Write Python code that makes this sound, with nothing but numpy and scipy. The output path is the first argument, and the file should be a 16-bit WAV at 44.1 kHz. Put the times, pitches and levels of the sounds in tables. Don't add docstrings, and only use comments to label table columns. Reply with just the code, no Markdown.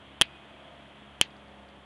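import sys
import numpy as np
from scipy import signal
from scipy.fft import rfft, irfft
from scipy.io import wavfile

SR = 44100
rng = np.random.default_rng(int(sys.argv[2]) if len(sys.argv) > 2 else 0)


def pcm_store(signal):
    levels = np.round(np.clip(np.atleast_2d(signal), -1, 1) * 32767)
    wavfile.write(sys.argv[1], SR, levels.astype(np.int16).T)


N = 81585

# t/s, strength/dB, pitch ratio, sharpness/dB per octave, echo gain/dB, echo treble/dB
POPS = [(0.2133, 2.5, 1.015, -12.5, -2, -8.5), (0.2193, 0, 1.025, -6, -6.5, -7.5),
        (1.2131, 2.5, 0.994, 13.5, -2, 9)]
# f/Hz, relative level/dB, fade/s (a fade is the time to drop by 60 dB)
POP_TONES = [(2137, -9.5, 0.0036), (2801, -9, .00714), (3118, -0.3, 0.0086), (3815, -0.5, .00208),
             (7450, -30.5, 0.0056)]
# f/Hz, relative level/dB, fade/s
ECHO_BANDS = [(298.7, -14, 0.087), (1220, -24, 0.065), (1740, -3.5, 0.091), (2500, -7, 0.14),
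              (3050, 2, .085), (3904, -12, 0.13), (4800, -16.5, 0.089), (5700, -30, 0.097),
              (6800, -25.5, 0.097), (7900, -35, 0.065), (10000, -33.5, .06), (12000, -46, 0.07)]
# f/Hz, level/dB, fade/s, beat rate/Hz
STEEL_TONES = [(2500, -58, 1.8, 12), (4750, -78, 1.6, 4.7)]
# t/s, gain/dB
STEEL_KICKS = [(.22, 0.5), (1.213, -9)]
# t/s, level/dB, f/Hz
TICKS = [(0.256, -53, 4750), (1.3055, -56, 4700), (1.366, -52, 4460), (1.386, -70, 6300),
         (1.482, -57.5, 4400), (1.595, -60, 4360), (1.6877, -48.5, 4520), (1.700, -54, 4650)]
# t/s, cycle rate/Hz
ENGINE_SPEED = [(0, 17.14), (.7, 17.8), (1.3, 17.24), (1.85, 16.95)]
# multiple of the cycle rate, early level/dB, late level/dB
HUM_TONES = [(4, -63.5, -63.5), (8, -65.5, -67.5), (12, -64, -61.5), (16, -69, -74), (18, -72.5, -71),
             (20, -71, -76.5), (23, -80.5, -70.5), (25, -81, -70.5)]
# multiple of the cycle rate, early level/dB, late level/dB
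DRONE_TONES = [(29, -69, -74.5), (31, -67.5, -69.5), (33, -70, -65), (35, -64.5, -72), (37, -62.5, -72.5),
               (39, -62.5, -71), (40, -72, -73), (41, -75, -69.5), (42, -74.5, -65.5), (44, -82, -70),
               (52, -77.5, -69)]
# t/s, gain/dB
DRONE_SWELL = [(0, -4), (.3, -9.5), (.7, 2), (1.0, -4), (1.2, -4), (1.45, 0), (1.7, 1), (1.85, -7.5)]
# f/Hz, relative level/dB
AIR_COLOUR = [(20, -23), (45, -9.5), (70, -2.5), (105, 0.5), (160, 0.5), (300, 1.5), (460, -3.5),
              (700, 0.5), (1000, -0.5), (1500, -3), (2300, -5.5), (2800, -5), (3300, -1), (3900, -16),
              (5000, -28), (10300, -29.5), (12500, -43)]
# t/s, level/dB
AIR_LEVEL = [(0, -53.5), (.35, -53), (.8, -53), (1.1, -53), (1.5, -53.5), (1.75, -54), (1.85, -55)]
# t/s, gain/dB
HISS_GAIN = [(0, 1.1), (.35, 1.3), (.8, -0.27), (1.1, 0), (1.5, -2.4), (1.85, -0.86)]


def pop(strength_db, pitch, sharpness_db, main_hz=3118, rise_s=0.000074):
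    t = np.arange(SR // 20) / SR
    ring = 0
    for hz, db, fade_s in POP_TONES:
        tilt_db = sharpness_db * np.log2(hz / main_hz)
        ring += amp(db + tilt_db - 60 * t / fade_s) * np.sin(2 * np.pi * hz * pitch * t)
    return -amp(strength_db) * (1 - np.exp(-t / rise_s)) * ring


def echo(gain_db, treble_db, base_db=-29, treble_hz=5920, width_hz=1700):
    hz, t, bands = signal.stft(rng.standard_normal(SR // 4), SR, nperseg=128)
    treble = amp(treble_db * np.exp(-((hz - treble_hz) / width_hz) ** 2))
    colour = unit(amp(over_pitch(ECHO_BANDS, hz))) * treble
    fade = amp(-60 * t / over_pitch(ECHO_BANDS, hz, column=2)[:, None])
    return amp(base_db + gain_db) * signal.istft(bands * colour[:, None] * fade, SR)[1]


def pops(echo_delay_s=0.0025):
    out = np.zeros(N)
    for start, strength_db, pitch, sharpness_db, echo_db, treble_db in POPS:
        add(out, start, pop(strength_db, pitch, sharpness_db))
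        add(out, start + echo_delay_s, echo(echo_db, treble_db))
    return out


def steel():
    out, t = np.zeros(N), np.arange(SR) / SR
    ring = 0
    for hz, db, fade_s, beat_hz in STEEL_TONES:
        pair = np.sin(2 * np.pi * hz * t) - 0.5 * np.sin(2 * np.pi * (hz + beat_hz) * t)
        ring += amp(db - 60 * t / fade_s) * pair
    for start, db in STEEL_KICKS:
        add(out, start, amp(db) * ring)
    return out


def ticks(rise_s=0.0008, fade_s=0.01, spit_gain=0.68, width_hz=450):
    out, t = np.zeros(N), np.arange(2048) / SR
    hz = np.fft.rfftfreq(len(t), 1 / SR)
    for start, db, pitch_hz in TICKS:
        noise = rfft(rng.standard_normal(len(t)))
        spit = unit(irfft(noise / (1 + 1j * (hz - pitch_hz) / width_hz)))
        ping = np.sin(2 * np.pi * pitch_hz * t)
        loudness = amp(db - 60 * t / fade_s) * (1 - np.exp(-t / rise_s))
        add(out, start, loudness * (ping + spit_gain * spit))
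    return out


def engine(shift_at_s=1.06, shift_s=0.18, waver_db=1.65):
    cycles = np.cumsum(over_time(ENGINE_SPEED)) / SR
    late = 0.5 + 0.5 * np.tanh((np.arange(N) / SR - shift_at_s) / shift_s)

    def tone(multiple, early_db, late_db):
        db = early_db + (late_db - early_db) * late + waver_db * waver(rate_hz=5)
        return amp(db) * np.sqrt(2) * np.sin(2 * np.pi * (multiple * cycles + rng.random()))

    hum = sum(tone(*row) for row in HUM_TONES)
    drone = sum(tone(*row) for row in DRONE_TONES)
    return hum + amp(over_time(DRONE_SWELL)) * drone


def air(hiss_hz=3054, width_hz=1018, waver_db=0.2):
    hz = np.fft.rfftfreq(N, 1 / SR)
    noise = unit(irfft(rfft(rng.standard_normal(N)) * amp(over_pitch(AIR_COLOUR, hz)), N))
    hiss = irfft(rfft(noise) * np.exp(-((hz - hiss_hz) / width_hz) ** 2), N)
    loudness = amp(over_time(AIR_LEVEL) + waver_db * waver(rate_hz=6.8))
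    return loudness * (noise + (amp(over_time(HISS_GAIN)) - 1) * hiss)


def amp(db):
    return 10 ** (np.asarray(db) / 20)


def unit(x):
    return x / np.sqrt(np.mean(x ** 2) + 1e-20)


def over_time(table):
    rows = np.array(table)
    return np.interp(np.arange(N) / SR, rows[:, 0], rows[:, 1])


def over_pitch(table, hz, column=1):
    rows = np.array(table)
    return np.interp(np.log(hz + 1), np.log(rows[:, 0]), rows[:, column])


def add(mix, start_s, sound):
    part = mix[max(round(start_s * SR), 0):][:len(sound)]
    part += sound[:len(part)]


def waver(rate_hz):
    hz = np.fft.rfftfreq(2 * N, 1 / SR)
    return unit(irfft(rfft(rng.standard_normal(2 * N)) * np.exp(-(hz / rate_hz) ** 2)))[:N]


def scene():
    return (pops() + steel() + ticks() + engine() + air())[None]


def record(dry, fold_at=0.54, fold_slope=0.72, top=0.98, ceiling=0.78, dull_hz=11500, edge_hz=16800):
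    overshoot = np.maximum(-dry - fold_at, 0)
    folded = np.minimum(dry + (1 + fold_slope) * overshoot, top)
    hz = np.fft.rfftfreq(N, 1 / SR)
    dull = irfft(rfft(folded) / np.sqrt(1 + (hz / dull_hz) ** 56), N)
    clipped = np.clip(dull, -ceiling, ceiling)
    treble_cut = signal.firwin(511, edge_hz, window=("kaiser", 9), fs=SR)
    return signal.oaconvolve(clipped, treble_cut[None], "same")


dry = scene()
out = record(dry)
pcm_store(out)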